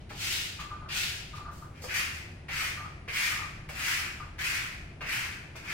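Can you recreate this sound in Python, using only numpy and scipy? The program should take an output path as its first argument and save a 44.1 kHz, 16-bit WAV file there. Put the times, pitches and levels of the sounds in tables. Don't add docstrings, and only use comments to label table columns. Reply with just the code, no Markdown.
import sys
import numpy as np
from scipy import signal
from scipy.fft import rfft, irfft, next_fast_len
from scipy.io import wavfile
from scipy.ndimage import map_coordinates

SR = 44100
rng = np.random.default_rng(int(sys.argv[2]) if len(sys.argv) > 2 else 0)


def dump(signal):
    limited = np.clip(np.atleast_2d(signal).T, -1, 1)
    pcm = np.round(limited * 32767).astype(np.int16)
    wavfile.write(sys.argv[1], SR, pcm)


N = 252693

# pitch_hz, density_db (per Hz)
DRONE_SPECTRUM = [(12, -10), (24, -3.5), (31, -11), (41, 1), (52, -2), (65, 0), (100, -1.5), (125, -2),
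                  (165, -6), (200, -10.5), (260, -14.5), (360, -12.5), (470, -28.5), (900, -79)]
# pitch_hz, density_db (per Hz)
AIR_SPECTRUM = [(200, 0.5), (400, 4.5), (700, 6), (1200, -4), (2000, -2), (4000, -13.5), (8000, -24.5),
                (10200, -19.5), (11300, -47), (15500, -44)]
# pitch_hz, level_db (about which each wavers)
HUM_LINES = [(84, -58), (151, -60.5)]
# pitch_hz, t60_s
ROOM_DECAY = [(100, 0.17), (600, 1), (2000, 0.84), (5000, 0.73), (8000, 0.66), (13000, 0.51)]
# start_s, sideways (1, downward 0),
# speed_up_s, slow_down_s, top_speed_level_db, touch_down_level_db, first_bite_db, body_db, ring_hz,
# fizz_db, treble_at_first_touch_db
PASSES = [(0, 1, .01, .07, -64, -61, -62, -2, 2700, -3, 0),
          (.092, 1, 0.22, 0.15, -30.5, -62.5, -39, -.5, 2820, 3.5, -4),
          (.585, 1, 0.015, 0.041, -44, -54, -63, 8.5, 2550, 3, 0.5),
          (.884, 1, 0.13, 0.14, -32, -35, -36.5, 0, 2540, 2.5, -13.5),
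          (1.335, 1, .025, 0.023, -46, -61, -64, 3, 2500, 3.5, 1),
          (1.511, 1, 0.068, 0.08, -55.5, -53, -62, -20, 2520, 13.5, -4),
          (1.735, 0, 0.061, 0.035, -50.5, -59, -70, -6, 2000, 5, -9),
          (1.815, 0, .033, .05, -38.5, -47, -52, -18, 2020, 2, 5),
          (1.87, 0, 0.087, 0.11, -29, -40, -53, -1.5, 2500, 3.5, -12),
          (2.11, 0, 0.055, 0.059, -44.5, -52, -65, -2, 2500, 6, 4),
          (2.481, 0, 0.13, 0.11, -32, -38, -50, -0.5, 2160, 3.5, -10),
          (3.076, 0, 0.16, 0.13, -28, -40, -35, -1.5, 2270, 2.5, -10.5),
          (3.688, 0, 0.2, 0.15, -29, -57.5, -35, -.5, 2700, 4, 3),
          (4.381, 0, 0.1, 0.17, -30.5, -35, -44, -.5, 2450, 3, -5.5),
          (5.006, 0, 0.13, 0.15, -32, -55.5, -33, 2, 2570, 4, -12),
          (5.555, 0, 0.2, .13, -35, -75, -39.5, 3.5, 2290, 1.5, 11.5)]
# pitch_hz, density_db (per Hz)
SIDEWAYS_SPECTRUM = [(200, -26), (500, -26), (850, -18), (1150, -16.5), (1450, -7.5), (1700, -7.5),
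                     (2200, -3.5), (2800, -2.5), (3600, -4.5), (4700, -5), (6000, -9), (7500, -11.5),
                     (9500, -18), (15500, -22)]
# pitch_hz, density_db (per Hz)
DOWNWARD_SPECTRUM = [(200, -45), (500, -33), (800, -19), (1100, -10.5), (1500, -3.5), (1900, -1),
                     (2450, -0.5), (3000, -6.5), (3800, -12.5), (4800, -10), (7000, -15.5), (9500, -20.5),
                     (12500, -23.5), (15500, -25.5)]
# start_s, knock_db, knock_decay_s, tick_db, pane_ring_db
LANDINGS = [(0.104, -44.5, 0.02, -40, -60), (1.818, -50, 0.013, -62, -52), (1.84, -43, 0.014, -51, -44),
            (2.492, -45, 0.0098, -54, -62), (3.078, -45, 0.013, -50, -64), (3.69, -42.5, 0.017, -36, -70),
            (5.008, -44, 0.03, -52, -71), (5.553, -46, 0.016, -51, -66)]
# pitch_hz, density_db (per Hz)
KNOCK_SPECTRUM = [(100, -20), (300, -13), (490, -2), (750, -3), (1200, -2), (3000, -20), (10000, -47)]
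# pitch_hz, density_db (per Hz)
TICK_SPECTRUM = [(500, -14), (1800, 23), (5000, -7), (12000, -7), (15500, -29)]
# start_s, length_s, level_db
SASH_CREAKS = [(0.589, .075, -41), (.706, .06, -38), (0.816, .02, -42.5), (0.859, .04, -43),
               (1.333, 0.023, -42), (1.373, 0.056, -41), (1.452, .02, -40), (1.481, 0.04, -40),
               (1.622, 0.017, -41.5), (2.771, 0.027, -43), (2.796, 0.057, -40.5), (2.846, .045, -42),
               (3.321, .022, -38), (3.387, 0.022, -37), (3.417, 0.051, -38), (4.201, 0.023, -37.5)]
# pitch_hz, density_db (per Hz)
FRAME_SPECTRUM = [(300, -21), (600, -14.5), (900, -4.5), (1050, -5), (1280, 0), (1500, -4), (1900, -19.5),
                  (4000, -65)]

SWELL_POWER, FADE_POWER = 2.29, 1.57
FADE_DB = 11
BITE_S = 0.012
CONTACT_S = 0.0034
STROKE_S = 0.79
RING_DB = 2.2
PANE_HZ, PANE_DECAY_S = 514, 0.0094
CREAK_HZ = 1196
SLIP_S, DRAG_DB = 0.018, -7
STUTTER_DB, STUTTER_PER_S = 3, 111
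TOP_HZ = 15820


def amp(db):
    return 10 ** (np.asarray(db) / 20)


def unit(x):
    return x / np.sqrt(np.mean(x ** 2) + 1e-20)


def along(points, hz):
    f, v = np.transpose(points)
    return np.interp(np.log(hz + 1), np.log(f + 1), v)


def wobble(rate, size):
    knots = rng.standard_normal(int(size * rate / SR) + 4)
    return map_coordinates(knots, [np.arange(size) * rate / SR])


def filtered(x, response):
    size = x.shape[-1]
    m = next_fast_len(size + 8192)
    spectrum = rfft(x, m) * response(np.fft.rfftfreq(m, 1 / SR))
    return irfft(spectrum, m)[..., :size]


def coloured(x, spectrum):
    return unit(filtered(x, lambda hz: amp(along(spectrum, hz))))


def add(track, s, sound):
    start = max(round(s * SR), 0)
    part = sound[..., :N - start]
    track[..., start:start + part.shape[-1]] += part


def reverb(size):
    hop = 128
    t = np.arange(size // hop + 1) * hop / SR
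    hz = np.fft.rfftfreq(2 * hop, 1 / SR)
    re, im = rng.standard_normal((2, 2, len(hz), len(t)))
    decay = amp(-60 * t / along(ROOM_DECAY, hz)[:, None])
    tail = signal.istft((re + 1j * im) * decay, nperseg=2 * hop)[1]
    t = np.arange(tail.shape[1]) / SR
    onset = 1 - np.exp(-t / 0.0016)
    tail *= onset * (1 + 1.44 * np.exp(-t / 0.021))
    return tail / np.linalg.norm(tail[0])


def in_room(x, direct_db, wet_db, lead=3):
    response = amp(wet_db) * reverb(size=SR // 2)
    response[[0, 1], [0, round(lead)]] += amp(direct_db)
    return signal.fftconvolve(x[None], response, axes=1)


def moving_in_room(x, direct_db, wet_db, size=2400):
    out = np.zeros((2, N))
    for a in range(0, N, size):
        add(out, a / SR, in_room(x[a:a + size], direct_db, wet_db))
    return out


def background(rumble_db=-47.0, air_db=-57):
    mid, side = rng.standard_normal((2, N))
    side_gain = [(60, -36), (170, -18), (350, -14), (700, -19)]  # (Hz, dB)
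    side = filtered(side, lambda hz: amp(along(side_gain, hz)))
    drone = coloured(np.array([mid + side, mid - side]), DRONE_SPECTRUM)
    shared_noise = 0.71 * rng.standard_normal(N)
    air = coloured(rng.standard_normal((2, N)) + shared_noise, AIR_SPECTRUM)
    t = np.arange(N) / SR
    hum = np.zeros(N)
    for hz, db in HUM_LINES:
        line = unit(np.sin(2 * np.pi * hz * t + 1.52 * wobble(9, N)))
        hum += amp(db + 3.1 * wobble(5.5, N)) * line
    return amp(rumble_db) * drone + amp(air_db) * air + hum


def grit(size, rate, spread_db, smooth):
    slips = (rng.random(size) < rate / SR) * rng.choice([-1, 1], size)
    sizes = amp(spread_db * np.minimum(rng.standard_normal(size), 1.5))
    return unit(unit(slips * sizes) + smooth * rng.standard_normal(size))


def effort(t, speed_up, slow_down, top_db, touch_down_db):
    swell = np.maximum(1 - t / speed_up, 0) ** SWELL_POWER
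    fade = (np.maximum(t - speed_up, 0) / slow_down) ** FADE_POWER
    return top_db + (touch_down_db - top_db) * swell - FADE_DB * fade


def strokes(fast_db=-30, brighten=0.15, fizz_rise=0.15, run_up_s=0.047, ring_width=0.089,
            direct_db=-8.5, wet_db=0.0):
    dry = np.zeros(N)
    t = np.arange(int(STROKE_S * SR)) / SR
    for (s, sideways, speed_up, slow_down, top_db, touch_down_db, bite_db,
         body_db, ring_hz, fizz_db, touch_db) in PASSES:
        chatter = amp(1.85 * wobble(190.4, len(t)))
        rubbing = chatter * grit(len(t), rate=1400, spread_db=5.0, smooth=0.48)
        scrape = coloured(rubbing, SIDEWAYS_SPECTRUM if sideways else DOWNWARD_SPECTRUM)
        angle = [(1200, body_db), (5000, 0.011), (12000, fizz_db)]
        ring = lambda hz: RING_DB / (1 + ((hz / ring_hz - 1) / ring_width) ** 2)
        scrape = filtered(scrape, lambda hz: amp(along(angle, hz) + ring(hz)))
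        rasp = filtered(scrape, lambda hz: 1 / (1 + (hz / 4000) ** 4))
        hiss = filtered(scrape - rasp, lambda hz: 1 / (1 + (hz / 9500) ** 8))
        fizz = scrape - rasp - hiss
        bite = amp(bite_db) * np.exp(-t / BITE_S)
        force = amp(effort(t, speed_up, slow_down, top_db, touch_down_db)) + bite
        speed = force / amp(fast_db)
        landing = np.exp(-(t / run_up_s) ** 2)
        treble = (hiss + fizz * speed ** fizz_rise) * speed ** brighten
        treble *= amp(touch_db * landing)
        contact = 1 - np.exp(-t / CONTACT_S)
        add(dry, s, force * contact * (rasp + treble))
    return moving_in_room(dry, direct_db, wet_db)


def knocks(tick_decay_s=0.0037):
    out = np.zeros((2, N))
    t = np.arange(SR // 10) / SR
    for s, knock_db, decay, tick_db, ring_db in LANDINGS:
        knock = coloured(rng.standard_normal(len(t)), KNOCK_SPECTRUM)
        knock *= amp(knock_db) * np.exp(-t / decay)
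        tick = coloured(rng.standard_normal(len(t)), TICK_SPECTRUM)
        tick *= amp(tick_db) * np.exp(-t / tick_decay_s)
        ring = unit(np.sin(2 * np.pi * PANE_HZ * t))
        ring *= amp(ring_db) * np.exp(-t / PANE_DECAY_S)
        add(out, s, in_room(knock + tick + ring, direct_db=-1.5, wet_db=2.5))
    return out


def creaks(waver=0.025, droop=0.043, rough=0.59, thud_db=-3, thud_hz=88):
    out = np.zeros((2, N))
    t = np.arange(SR // 5) / SR
    for s, length, db in SASH_CREAKS:
        dragging = 1 - np.exp(-(t / SLIP_S) ** 4)
        slip = (1 - np.exp(-t / 0.0013)) * np.exp(-np.maximum(t - length, 0) / .003)
        slip *= amp(dragging * (DRAG_DB + STUTTER_DB * wobble(STUTTER_PER_S, len(t))))
        pitch = CREAK_HZ * (1 + droop * np.exp(-t / 0.0053) + waver * wobble(420, len(t)))
        squeal = unit(np.sin(2 * np.pi * np.cumsum(pitch) / SR))
        squeal *= amp(0.94 * wobble(217, len(t))) * slip
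        rattle = coloured(rng.standard_normal(len(t)), FRAME_SPECTRUM)
        rattle *= (1 - np.exp(-t / 0.003)) * np.exp(-t / 0.049)
        this_thud_hz = thud_hz * np.exp(0.17 * rng.normal())
        thud = np.sin(2 * np.pi * this_thud_hz * t)
        thud *= (1 - np.exp(-t / 0.0022)) * np.exp(-t / 0.037)
        creak = in_room(squeal + rough * rattle, direct_db=-3.5, wet_db=-6.0, lead=4)
        add(out, s, amp(db) * creak)
        add(out, s, amp(db + thud_db) * thud)
    return out


def scene(left_db=0.85, room_left_db=0.43):
    room_tone = background() * amp([[room_left_db], [-room_left_db]])
    work = strokes() + knocks() + creaks()
    return work * amp([[left_db], [-left_db]]) + room_tone


def record(dry):
    return filtered(dry, lambda hz: hz < TOP_HZ)


dry = scene()
out = record(dry)
dump(out)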